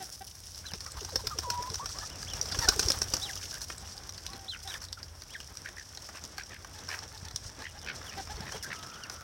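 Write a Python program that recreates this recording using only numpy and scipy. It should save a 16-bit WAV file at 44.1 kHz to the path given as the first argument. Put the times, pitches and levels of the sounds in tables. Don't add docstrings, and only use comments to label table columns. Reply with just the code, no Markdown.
import sys
import numpy as np
from scipy import signal
from scipy.fft import rfft, irfft, next_fast_len
from scipy.io import wavfile
from scipy.ndimage import map_coordinates

SR = 44100
rng = np.random.default_rng(int(sys.argv[2]) if len(sys.argv) > 2 else 0)


def unload_audio(sound):
    columns = np.transpose(np.atleast_2d(sound))
    steps = np.round(np.clip(columns, -1, 1) * 32767)
    wavfile.write(sys.argv[1], SR, steps.astype(np.int16))


N = 407043

# (time [s], level [dB], knock level against the click [dB], ring pitch [Hz])
CLICKS = [(0.547, -29.5, -34.0, 4740), (0.718, -31, -12, 4760), (0.736, -22.5, -15.5, 5080),
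          (0.8058, -24.5, -23, 5060), (0.8639, -26, -15.5, 5000), (0.9196, -25.5, -37.5, 8100),
          (1.1049, -31, -31, 5150), (1.7011, -23.0, -25, 5190), (1.756, -20.5, -22, 5400),
          (1.8917, -26, -31.0, 4910), (1.9246, -27.5, -31.5, 5620), (2.2289, -25, -15.5, 4860),
          (2.4134, -12.5, -48, 5640), (2.5229, -20, -19, 4740), (2.546, -23, -8.5, 3210),
          (2.645, -23.5, -11, 5810), (2.828, -20, -19, 5990), (2.8854, -10.5, -30, 5600),
          (2.919, -12, -40.0, 5400), (3.1676, -18.0, -23, 5950), (3.3643, -32, -13, 5190),
          (3.6167, -23, -32, 5600), (3.701, -29, -4, 3040), (3.781, -26.5, -36, 8100),
          (3.9788, -27, -31.5, 4840), (4.0928, -25, -19.5, 5700), (4.1795, -27, -20.5, 4670),
          (4.2651, -20, -32, 4020), (4.333, -26.5, -18.5, 4290), (4.676, -25, -21, 3900),
          (4.741, -22.5, -19, 3620), (4.818, -30, -23, 5380), (4.8403, -30, -25.0, 5490),
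          (4.9282, -20.5, -28, 5000), (5.03, -25.5, -25, 4890), (5.2203, -28, -19.5, 4800),
          (5.4028, -26, -19.5, 3100), (5.5714, -25.5, -30, 5730), (5.689, -30.5, -12, 3920),
          (5.9738, -24.5, -20, 4130), (6.089, -36, -3.5, 6140), (6.2392, -26.5, -38.5, 6650),
          (6.3815, -24, -9.5, 4310), (6.647, -34.5, -4.5, 5840), (6.789, -32, -21.5, 4100),
          (6.8887, -23, -18, 5150), (6.939, -29.5, -5.5, 3170), (6.99, -25.5, -17, 5470),
          (7.2847, -28, -27, 3980), (7.3608, -16, -33.0, 5400), (7.621, -29.5, -14, 4310),
          (7.965, -34, -19.5, 5530), (8.015, -39, -2.0, 5510), (8.139, -33, -15.5, 2470),
          (8.273, -45, 1.5, 5530), (8.5226, -27, -13, 6140), (9.037, -26.5, -26, 4500),
          (9.0983, -24, -14.5, 5850)]
# (crest time [s], rise [s], fall [s], start pitch [Hz], crest pitch [Hz],
# crest level [dB], shoulder level [dB], low closing note level [dB])
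PEEPS = [(0.665, 0.0098, 0.056, 3770, 4110, -41, -50, -80), (2.12, 0.033, 0.042, 1660, 3030, -52, -57, -80),
         (2.294, 0.028, 0.053, 1706, 3450, -43.5, -46.5, -80),
         (3.238, 0.022, 0.048, 3170, 4006, -33.5, -45, -37.5),
         (4.494, 0.016, 0.053, 2750, 4110, -36.5, -39.5, -51),
         (4.701, 0.03, 0.04, 3280, 3900, -41.5, -46, -40.5),
         (5.332, 0.043, 0.0093, 1915, 3410, -52, -49, -37.5),
         (7.67, 0.0224, 0.04, 2600, 3300, -53, -55, -80), (7.812, 0.014, 0.057, 3480, 3700, -60, -54, -80),
         (8.07, 0.012, 0.036, 3280, 3450, -49, -48, -57), (8.546, 0.029, 0.037, 2810, 3276, -48, -54, -80),
         (8.6, 0.0088, 0.026, 3170, 3300, -57, -54, -50), (8.748, 0.01, 0.036, 3370, 3450, -59, -52, -80),
         (8.944, 0.03, 0.037, 2130, 3350, -50.5, -56, -80),
         (9.021, 0.024, 0.029, 2920, 3115, -58, -44, -53)]
# (time [s], length [s], crest pitch [Hz], level [dB])
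CLUCKS = [(0, 0.042, 386, -50.5), (0.206, 0.025, 394, -50.5), (1.932, 0.095, 377, -64),
          (3.188, 0.16, 397, -62), (3.82, 0.043, 408, -60), (3.941, 0.067, 410, -64),
          (4.25, 0.27, 394.6, -63.5), (4.645, 0.05, 389, -55), (6.74, 0.063, 440, -60),
          (7.022, 0.02, 451, -53.5), (7.129, 0.039, 444, -58), (7.24, 0.045, 448, -58),
          (7.489, 0.039, 435, -64), (7.599, 0.036, 436, -55), (7.747, 0.041, 415, -57.5),
          (8.168, 0.044, 399, -47), (8.294, 0.033, 420, -48), (8.417, 0.026, 435, -50),
          (8.542, 0.0265, 439, -54)]
# (time [s], length [s], pitch [Hz],
# start pitch [ratio], level [dB], unsteadiness [share of pitch])
THIN_NOTES = [(0.855, 0.044, 1203, 1.1, -49.5, 0.069), (1.307, 0.041, 1154, 1.26, -39.5, 0.02),
              (1.439, 0.258, 943, 1.22, -38.5, 0.017), (1.792, 0.065, 1134, 0.64, -41, 0.029),
              (1.939, 0.056, 1125, 0.78, -52, 0.046), (2.007, 0.057, 1750, 0.92, -49, 0.026),
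              (2.021, 0.037, 1294, 0.9, -48, 0.052), (4.28, 0.07, 1127, 0.86, -53, 0.014),
              (4.971, 0.019, 1370, 1.05, -43, 0.038), (7.596, 0.039, 1650, 0.86, -52, 0.02),
              (8.633, 0.054, 1624, 1.26, -44, 0.09)]
# (time [s], length [s], pitch [Hz], level [dB], brightness [dB])
RATTLES = [(0.636, 0.037, 748, -53.5, -16), (0.701, 0.035, 763, -57, -20), (3.409, 0.05, 764, -54, -10),
           (3.514, 0.083, 785, -52.5, -16.5), (4.517, 0.063, 735, -51, -8), (4.705, 0.02, 840, -48, -3),
           (5.642, 0.057, 817, -45.5, -11), (5.752, 0.085, 862, -51.5, -12), (6.143, 0.053, 907, -53.5, 9),
           (6.379, 0.05, 762, -47, -2), (6.49, 0.092, 581, -52, 0), (6.886, 0.073, 590, -44.5, 1.5),
           (7.625, 0.062, 944, -46, -5), (7.857, 0.066, 790, -41, 1), (8.107, 0.039, 620, -50.5, 3),
           (8.452, 0.06, 611, -48.5, -6), (8.698, 0.046, 570, -42, -8)]
# (time [s], length [s], start pitch [Hz], end pitch [Hz], level [dB], brightness [dB])
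SQUAWKS = [(2.513, 0.023, 850, 650, -39.5, 3), (2.608, 0.061, 974, 852, -38, -8),
           (2.674, 0.027, 740, 793, -30.5, -13)]
# (time [s], pitch [Hz], level [dB], unsteadiness [share of pitch])
CROW = [(8.719, 1358, -52, 0.068), (8.77, 1285, -52, 0.039), (8.85, 1278, -53, 0.025),
        (8.88, 1327, -53.5, 0.087), (9.0, 1475, -51, 0.11), (9.12, 1335, -56.5, 0.11),
        (9.23, 1380, -53, 0.084)]
# (clap time [s], clap level [dB], upstroke level [dB], downstroke level [dB])
WINGBEATS = [(0.772, -50, -53, -71), (0.938, -50, -68, -46.5), (1.048, -24.5, -45, -48),
             (1.1577, -12, -46, -49.5), (1.27, -15, -46, -49), (1.387, -16, -51, -47.5),
             (1.502, -15, -45.5, -48), (1.625, -25.5, -47.5, -50), (1.7426, -21, -48.5, -51),
             (1.8584, -21, -52, -54), (1.9867, -24, -52, -50), (2.335, -22, -61, -53),
             (2.4566, -25, -50.5, -59), (2.5892, -14.5, -46.5, -43), (2.6872, -3, -48.5, -41),
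             (2.794, -8.5, -42, -45), (2.9024, -10.5, -39, -44), (3.018, -13.5, -57, -62),
             (3.1377, -11.5, -54, -54), (8.302, -42, -66, -61), (8.406, -28.5, -53, -55),
             (8.576, -47, -45, -72)]
# (time [s], level [dB], pitch [Hz])
PUFFS = [(0.738, -34, 138), (0.954, -39, 81), (0.981, -37, 59), (1.287, -40, 79), (1.333, -40, 87),
         (1.447, -39, 79), (1.515, -36, 117), (1.592, -36, 107), (1.708, -33, 106), (2.349, -35, 77),
         (2.557, -36, 86), (2.591, -25, 91), (2.657, -32, 69), (2.766, -30, 74), (2.8, -34, 72),
         (2.862, -26, 70), (2.976, -30.5, 74), (3.028, -37, 60), (3.093, -37, 87), (3.139, -37, 44),
         (7.231, -36.5, 124), (7.347, -37, 95), (7.462, -35, 68), (8.18, -43, 98), (8.305, -40, 60),
         (8.354, -35, 55), (8.408, -31.5, 147), (8.555, -38, 111)]
# (time [s], length [s], grit level [dB], stones level [dB])
SCRAPES = [(0.117, 0.045, -52, -74.5), (0.86, 0.023, -69, -58), (2.598, 0.061, -46, -46),
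           (3.606, 0.045, -47, -56), (4.628, 0.015, -49.5, -64), (4.674, 0.11, -52, -52),
           (4.812, 0.041, -54, -54), (6.138, 0.053, -67, -51.5), (6.879, 0.113, -55, -47.5),
           (8.037, 0.062, -57, -51.5), (8.518, 0.056, -55.5, -48), (8.625, 0.025, -44.5, -69),
           (9.114, 0.039, -53, -70)]

# (time [s], level [dB])
SCUFFLE_LEVEL = [(0.0, -45.5), (0.25, -52.5), (0.69, -49), (1.1, -48), (2.26, -46.5), (2.78, -38),
                 (3.19, -44.5), (3.57, -43.5), (3.78, -50.5), (5.19, -55), (6.25, -50), (6.4, -55),
                 (6.66, -56.5), (6.86, -49.5), (7.22, -53), (7.38, -50.5), (8.66, -51), (9.23, -55)]
# (time [s], level [dB])
MURMUR_LEVEL = [(0.0, -58.5), (0.31, -65), (0.77, -59.5), (1.31, -57.5), (2.08, -57.5), (2.52, -53.5),
                (2.72, -48), (3.29, -57), (3.93, -59.5), (4.37, -60.5), (5.19, -61.5), (8.07, -56.5),
                (8.33, -53), (9.23, -58)]
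# (time [s], level [dB])
DRAUGHT_LEVEL = [(0.0, -55), (0.41, -55), (1.21, -48), (2.16, -50), (2.8, -47.5), (3.5, -51), (6.17, -56),
                 (7.43, -53.5), (7.94, -54.5), (8.41, -48), (8.71, -59), (9.23, -55.5)]
# (time [s], level [dB])
PLUMAGE_LEVEL = [(0.0, -55), (0.28, -59), (2.13, -62.5), (2.78, -51.5), (3.19, -54), (3.57, -56.5),
                 (3.85, -63.5), (5.6, -64.5), (6.2, -63), (6.38, -67.5), (8.25, -64), (9.23, -65)]
PEEP_FALL = [(0, 1), (0.18, 0.88), (0.45, 0.38), (0.75, 0.22), (1, 0)]

# (frequency [Hz], level [dB])
AIR = [(13, -51), (22, -34), (36, -9), (54, 6), (70, -2), (81, 4.5), (95, 2.5), (108, -8), (220, -24),
       (290, -48), (480, -120)]
# (frequency [Hz], level [dB])
YARD = [(76, -20), (130, 3), (158, -1.5), (351, -5), (617, -5.5), (907, -7.5), (1620, -8.5), (2800, -17.5),
        (3450, -13.5), (4500, -28.5), (5850, -18), (9900, -120)]
# (frequency [Hz], level [dB])
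GRAVEL = [(1200, -59), (2500, -15), (4000, -9), (5500, -1), (7000, -8.5), (8500, -8.5), (10000, -20),
          (13000, -27)]
# (frequency [Hz], level [dB])
STONES = [(1200, -49), (2800, 4.5), (4300, 0), (6000, 7.5), (8000, -14)]
# (frequency [Hz], level [dB])
FEATHERS = [(5000, -24), (7500, -21), (9000, 0), (10300, -4), (12000, -3), (13500, -12), (15500, -7)]
# (frequency [Hz], level [dB])
SNAP = [(1200, -20), (2400, -2.5), (3600, -2), (5500, 10.5), (7000, -3.5), (8500, -2), (10000, -14),
        (12500, -11), (16000, -83)]
# (frequency [Hz], level [dB])
BODY = [(80, 5), (250, -2.5), (500, 4), (900, 0), (1500, 2.5), (2300, -11.5), (4000, -15)]
# (frequency [Hz], level [dB])
SWISH = [(150, -30), (500, -7), (900, 5.5), (1600, 1), (2300, -11), (4000, -4), (8000, -15)]
# (frequency [Hz], level [dB])
GRAIN = [(1200, -42), (2400, -20), (3600, -3), (4700, 6.5), (5700, 3.5), (7000, -14), (8500, -8),
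         (10000, -13), (12500, -21), (16000, -24)]
# (frequency [Hz], level [dB])
KNOCK = [(150, -16.5), (500, -1.5), (1000, 2.5), (1600, 5.5), (2600, -6.5), (4500, -23)]
# (frequency [Hz], level [dB])
HEN_THROAT = [(300, 7), (420, -15), (600, -28), (780, 3.5), (1150, -26), (1650, -6.5), (2200, -18),
              (2800, -18), (4000, -17)]
# (frequency [Hz], level [dB])
SQUAWK_THROAT = [(500, 0), (850, -9), (1650, -2), (2400, -24), (3600, -8.5), (5000, -3), (7000, -28)]
# (frequency [Hz], level [dB])
RATTLE_THROAT = [(700, -27), (1150, -16.5), (1450, 1.5), (1850, 4), (2300, 1), (2800, -3.5), (3400, -9.5),
                 (4200, -9), (5000, -14), (7000, -32)]
# (frequency [Hz], time to fall 60 dB [s])
FENCE = [(200, 0.076), (1500, 0.12), (6000, 0.077), (15000, 0.088)]

GRAVEL_DB, FEATHER_DB, YARD_DB, AIR_DB = 0, -2, 7.5, 1.5
SCRAPE_FINE_DB, SCRAPE_EDGE = -5, 0.12
FAINT_PECKS_PER_S, FAINT_PECK_DB, FAINT_SPREAD_DB, FAINT_KNOCK_DB = 2.9, -31.5, 1, -30
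FAINT_RING_HZ, FAINT_RING_SPREAD = 4770, 0.263
RING_Q, RING_DB = 9.6, 5
BRUSH_S, BRUSH_DB = 0.005, -28.5
UP_LEAD_S, UP_S, UP_HZ = 0.039, 0.0352, 478
DOWN_LAG_S, DOWN_S, DOWN_HZ = 0.026, 0.03476, 996
UP_TONE_DB, UP_SWISH_DB, DOWN_TONE_DB, DOWN_SWISH_DB = 1, -13, -4, -1
UP_DROP_DB, UP_DROP_OCTAVES = (-47, -41), 0.35
STROKE_SPREAD = 0.1
PUFF_CYCLES = 0.47
CLUCK_ARCH = 0.0788
THIN_SETTLE_S, THIN_ATTACK_S, THIN_RELEASE_S = 0.0106, 0.0073, 0.015
THIN_SAG, THIN_CLIMB_PER_S, THIN_WANDER = 0.053, 0.25, 0.012
BREAK_HZ, LOW_NOTE_HZ, DROP_S, LOW_NOTE_S = 2745, 1448, 0.00986, 0.026
TRILL_HZ = 97
RASP_HZ, RASP_SLOWING_PER_S = 86.3, 3.87
RASP_SWEEP, RASP_ARCH = 0.333, 0.081
RATTLE_HOARSE_DB = -7
MIC_HZ, MIC_WIDTH_HZ, MIC_DB = 5550, 1030, 7
LOW_HZ, TOP_HZ = 28.1, 16100


def amp(db):
    return 10 ** (np.asarray(db) / 20)


def unit(x):
    return x / np.sqrt(np.mean(x ** 2) + 1e-20)


def along(points, hz):
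    f, v = np.transpose(points)
    return np.interp(np.log(hz + 1), np.log(f + 1), v)


def clock(length):
    return np.arange(max(int(length * SR), 8)) / SR


def level(rows):
    s, db = np.transpose(rows)
    return amp(np.interp(np.arange(N) / SR, s, db))


def wobble(rate, size):
    knots = rng.standard_normal(int(size * rate / SR) + 4)
    return map_coordinates(knots, [np.arange(size) * rate / SR])


def add(track, s, sound):
    start = int(np.clip(round(s * SR), 0, N - 1))
    track[start:start + len(sound)] += sound[:N - start]


def colour(x, points, size=2048):
    cepstrum = irfft(np.log(amp(along(points, np.fft.rfftfreq(size, 1 / SR)))))
    cepstrum[1:size // 2] *= 2
    cepstrum[size // 2 + 1:] = 0
    kernel = irfft(np.exp(rfft(cepstrum)))
    return signal.fftconvolve(x, kernel / np.linalg.norm(kernel))[:len(x)]


def hiss(points):
    return unit(colour(rng.standard_normal(N), points))


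def swell(t, edge):
    return unit(signal.windows.tukey(len(t), np.clip(edge, 0, 1)))


def burst(decay, bounce, crack):
    t = clock(.04)
    x = np.exp(-t / decay) * rng.standard_normal(len(t))
    x /= np.linalg.norm(x)
    x[0] = crack
    lag = int(SR * rng.uniform(.0024, .0038))
    x = x + bounce * np.pad(x, (lag, 0))[:len(t)]
    return x / np.linalg.norm(x)


def struck(x, points):
    x = colour(x, points)
    return x / np.linalg.norm(x)


def crackle(rate, spread_db, decay):
    sizes = amp(spread_db * np.minimum(rng.exponential(size=N), 2))
    contacts = (rng.random(N) < rate / SR) * sizes
    return unit(signal.lfilter([1], [1, -np.exp(-1 / (decay * SR))], contacts))


def phase_of(hz, jitter, rate):
    return 2 * np.pi * np.cumsum(hz * (1 + jitter * wobble(rate, len(hz)))) / SR


def whistle(hz, jitter, rate, overtone_db):
    phase = phase_of(hz, jitter, rate)
    return unit(np.sin(phase) + amp(overtone_db) * np.sin(2 * phase))


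def background():
    air = amp(AIR_DB) * level(DRAUGHT_LEVEL) * hiss(AIR)
    yard = amp(-4.0 + 2.7 * wobble(25, N)) * hiss(YARD)
    steps = amp(-12.0) * crackle(rate=45, spread_db=5.5, decay=0.0039) * hiss(KNOCK)
    murmur = amp(YARD_DB) * level(MURMUR_LEVEL) * (yard + steps)
    ticks = crackle(rate=100, spread_db=12.5, decay=0.00094)
    stones = amp(-10.5) * crackle(rate=50, spread_db=14.5, decay=0.0062) * hiss(STONES)
    stir = unit(amp(2.68 * wobble(30, N) + 1.87 * wobble(110, N)))
    gravel = (amp(-14.0) * ticks + amp(-6.0) * stir) * hiss(GRAVEL) + stones
    feathers = (amp(-3.5) * ticks + amp(0.5) * np.sqrt(stir)) * hiss(FEATHERS)
    scuffle = amp(GRAVEL_DB) * level(SCUFFLE_LEVEL) * gravel
    plumage = amp(FEATHER_DB) * level(PLUMAGE_LEVEL) * feathers
    return air + murmur + scuffle + plumage


def hen_clucks():
    out, k = np.zeros(N), np.arange(1, 11)[:, None]
    for s, length, crest_hz, db in CLUCKS:
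        t = clock(length)
        hz = crest_hz * (1 - CLUCK_ARCH * (2 * t / length - 1) ** 2)
        phase = phase_of(hz, jitter=0.038, rate=340)
        voice = unit((amp(along(HEN_THROAT, k * hz)) * np.sin(k * phase)).sum(0))
        breath = (1 + np.cos(phase)) * rng.standard_normal(len(t))
        hoarse = unit(colour(breath, HEN_THROAT))
        add(out, s, amp(db + 5.0) * swell(t, edge=0.34) * (voice + amp(-13.0) * hoarse))
    return out


def fence(x):
    hz, t, bands = signal.stft(rng.standard_normal(SR // 2), SR, nperseg=256)
    decay = amp(-60 * t / along(FENCE, hz)[:, None])
    tail = signal.istft(bands * decay, SR, nperseg=256)[1]
    delayed = np.pad(x, (SR // 150, 0))
    return signal.fftconvolve(delayed, tail / np.linalg.norm(tail))[:N]


def scrapes():
    grit, stones = np.zeros((2, N))
    for s, length, grit_db, stones_db in SCRAPES:
        t = clock(length)
        stroke = unit(swell(t, edge=SCRAPE_EDGE) * amp(1.6 * wobble(210, len(t))))
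        add(grit, s, amp(grit_db) * stroke)
        add(stones, s, amp(stones_db) * stroke)
    grit_noise = hiss(GRAVEL) + amp(SCRAPE_FINE_DB) * hiss(FEATHERS)
    return grit * grit_noise + stones * hiss(KNOCK)


def clicks():
    out = np.zeros(N)
    faint = []
    for when, force, size in rng.random((int(FAINT_PECKS_PER_S * N / SR), 3)):
        db = FAINT_PECK_DB + FAINT_SPREAD_DB * (2 * force - 1)
        ring_hz = FAINT_RING_HZ * np.exp(FAINT_RING_SPREAD * (2 * size - 1))
        faint.append((when * N / SR, db, FAINT_KNOCK_DB, ring_hz))
    for s, db, knock_db, ring_hz in list(CLICKS) + faint:
        tick = burst(decay=0.0012, bounce=0.47, crack=0.7)
        ring = signal.lfilter(*signal.iirpeak(min(ring_hz, TOP_HZ), RING_Q, fs=SR), tick)
        click = struck(tick, GRAIN) + amp(RING_DB) * ring / np.linalg.norm(ring)
        knock = struck(burst(decay=0.0031, bounce=0.69, crack=0.32), KNOCK)
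        add(out, s, amp(db + 7) * click / np.linalg.norm(click))
        add(out, s, amp(db + knock_db + 21.0) * knock)
    return out


def rattles():
    squawk, hoarse = np.zeros((2, N))
    k = np.arange(1, 11)[:, None]
    for s, length, pitch_hz, db, bright_db in RATTLES:
        t = clock(length)
        rasp_hz = RASP_HZ * np.exp(-RASP_SLOWING_PER_S * t)
        cycle = phase_of(rasp_hz, jitter=.07, rate=60) / (2 * np.pi) % 1
        pulse = np.sin(np.pi * cycle ** 1.2) ** 4 + .18
        shape = amp(db) * unit(swell(t, edge=.5) * pulse * amp(2 * wobble(70, len(t))))
        arc = np.sin(np.pi * t / t[-1]) - .8
        bend = RASP_SWEEP * (cycle - .55) + RASP_ARCH * arc + .04 * wobble(70, len(t))
        hz = pitch_hz * np.exp(bend)
        tilt = bright_db * (k * pitch_hz > 2100) + rng.normal(0, 1.5, k.shape)
        throat = amp(along(RATTLE_THROAT, k * hz) + tilt)
        phase = phase_of(hz, jitter=.036, rate=1200)
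        partials = np.sin(k * phase + rng.uniform(0, 2 * np.pi, k.shape))
        add(squawk, s, shape * unit((throat * partials).sum(0)))
        add(hoarse, s, shape * rng.standard_normal(len(t)))
    return squawk + amp(RATTLE_HOARSE_DB) * colour(hoarse, RATTLE_THROAT)


def peeps():
    out = np.zeros(N)
    for s, rise, fall, start_hz, crest_hz, crest_db, shoulder_db, low_db in PEEPS:
        t = clock(rise + fall + LOW_NOTE_S) - rise
        arch = crest_hz - (crest_hz - start_hz) * (t / rise) ** 2
        shoulder = BREAK_HZ + (crest_hz - BREAK_HZ) * np.interp(t / fall, *np.transpose(PEEP_FALL))
        drop = np.exp(-np.maximum(t - fall, 0) / DROP_S)
        low_note = LOW_NOTE_HZ + (BREAK_HZ - LOW_NOTE_HZ) * drop
        hz = np.select([t < 0, t < fall], [arch, shoulder], low_note)
        db = np.interp(t, [-rise, 0, .6 * fall, fall, fall + DROP_S],
                       [crest_db - 4, crest_db, shoulder_db, shoulder_db - 3, low_db])
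        rough = np.clip(.014 * amp((-45 - db) / 2), .01, .035)
        phase = phase_of(hz, jitter=rough, rate=700)
        overtone = amp(-13.5) * (1800 / hz) ** 2
        tone = np.sin(phase) + overtone * np.sin(2 * phase)
        trill = np.clip(t / fall, 0, 1) * np.sin(2 * np.pi * TRILL_HZ * t)
        flutter = amp(1.8 * wobble(220, len(t)) + 3 * trill)
        add(out, s - rise, amp(db) * swell(t, edge=0.12) * unit(flutter) * tone)
    return out


def puffs():
    out = np.zeros(N)
    half = .05
    for s, db, hz in PUFFS:
        cycles = hz * (clock(2 * half) - half)
        shape = np.exp(-(cycles / PUFF_CYCLES) ** 2)
        add(out, s - half, amp(db) * shape * np.sin(2 * np.pi * (cycles + rng.random())))
    return out


def wings():
    whirr, swish = np.zeros((2, N))
    for s, _, up_db, down_db in WINGBEATS:
        up_hz = UP_HZ * 2 ** -np.interp(up_db, UP_DROP_DB, (0, UP_DROP_OCTAVES))
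        strokes = [(-UP_LEAD_S, UP_S, up_hz, up_db + UP_TONE_DB, up_db + UP_SWISH_DB),
                   (DOWN_LAG_S, DOWN_S, DOWN_HZ, down_db + DOWN_TONE_DB, down_db + DOWN_SWISH_DB)]
        for lag, length, hz, tone_db, swish_db in strokes:
            stretch, detune = 1 + STROKE_SPREAD * rng.uniform(-1.03, 1, 2)
            t = clock(length * stretch)
            shape = unit(swell(t, edge=0.65) * amp(1.8 * wobble(106, len(t))))
            pitch = hz * detune * np.exp(-.55 * (t / t[-1] - .5))
            tone = np.sin(phase_of(pitch, jitter=0.11, rate=534))
            add(whirr, s + lag, amp(tone_db) * shape * tone)
            add(swish, s + lag, amp(swish_db) * shape * rng.standard_normal(len(t)))
    return whirr + colour(swish, SWISH)


def claps():
    out, brush = np.zeros((2, N))
    t = clock(BRUSH_S)
    for s, db, _, _ in WINGBEATS:
        rub = t / BRUSH_S * rng.standard_normal(len(t))
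        snap = struck(burst(decay=.0024, bounce=.7, crack=.5), SNAP)
        body = struck(burst(decay=0.0042, bounce=0.54, crack=0.28), BODY)
        add(brush, s - BRUSH_S, amp(db + BRUSH_DB) * rub)
        add(out, s, amp(db + 8.5) * snap)
        add(out, s, amp(db + 5.0) * body)
    return out + colour(brush, SNAP)


def thin_notes():
    out = np.zeros(N)
    for s, length, hz, start, db, rough in THIN_NOTES:
        t = clock(length)
        attack = np.minimum(t / THIN_ATTACK_S, 1)
        release = np.minimum((length - t) / THIN_RELEASE_S, 1)
        slide = (start - 1) * np.exp(-t / THIN_SETTLE_S)
        drift = THIN_CLIMB_PER_S * t + THIN_WANDER * wobble(32.0, len(t))
        pitch = hz * (1 + slide + drift - THIN_SAG * (1 - release))
        tone = whistle(pitch, jitter=rough, rate=500, overtone_db=-30)
        flicker = unit(amp(1.9 * wobble(47.5, len(t))))
        add(out, s, amp(db) * flicker * attack * release * tone)
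    return out


def hen_squawks():
    out, k = np.zeros(N), np.arange(1, 9)[:, None]
    for s, length, start_hz, end_hz, db, bright_db in SQUAWKS:
        t = clock(length)
        hz = np.linspace(start_hz, end_hz, len(t))
        throat = amp(along(SQUAWK_THROAT, k * hz) + bright_db * (k > 2))
        phase = phase_of(hz, jitter=.04, rate=800)
        partials = np.sin(k * phase + rng.uniform(0, 2 * np.pi, k.shape))
        voice = unit((throat * partials).sum(0) * amp(3 * wobble(250, len(t))))
        add(out, s, amp(db) * swell(t, edge=0.51) * voice)
    return out


def cock():
    s, hz, db, rough = np.transpose(CROW)
    t = s[0] + clock(s[-1] - s[0])
    pitch, jitter = np.interp(t, s, hz), np.interp(t, s, rough)
    tone = whistle(pitch, jitter=jitter, rate=880, overtone_db=-36)
    out = np.zeros(N)
    add(out, s[0], amp(np.interp(t, s, db)) * swell(t, edge=0.0155) * tone)
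    return out


def scene():
    contacts = claps() + clicks() + wings() + puffs() + scrapes()
    voices = peeps() + hen_clucks() + thin_notes() + cock() + rattles() + hen_squawks()
    birds = contacts + voices
    return (birds + fence(amp(-11.5) * birds) + background())[None]


def record(dry):
    size = next_fast_len(N + SR // 2)
    hz = np.fft.rfftfreq(size, 1 / SR)
    resonance = 1j * hz * MIC_WIDTH_HZ / (MIC_HZ ** 2 - hz ** 2 + 1j * hz * MIC_WIDTH_HZ)
    port = 1 + (amp(MIC_DB) - 1) * resonance
    low_cut = hz ** 3 / (hz ** 3 + LOW_HZ ** 3)
    return irfft(rfft(dry, size) * port * low_cut * (hz < TOP_HZ), size)[:, :N]


dry = scene()
out = record(dry)
unload_audio(out)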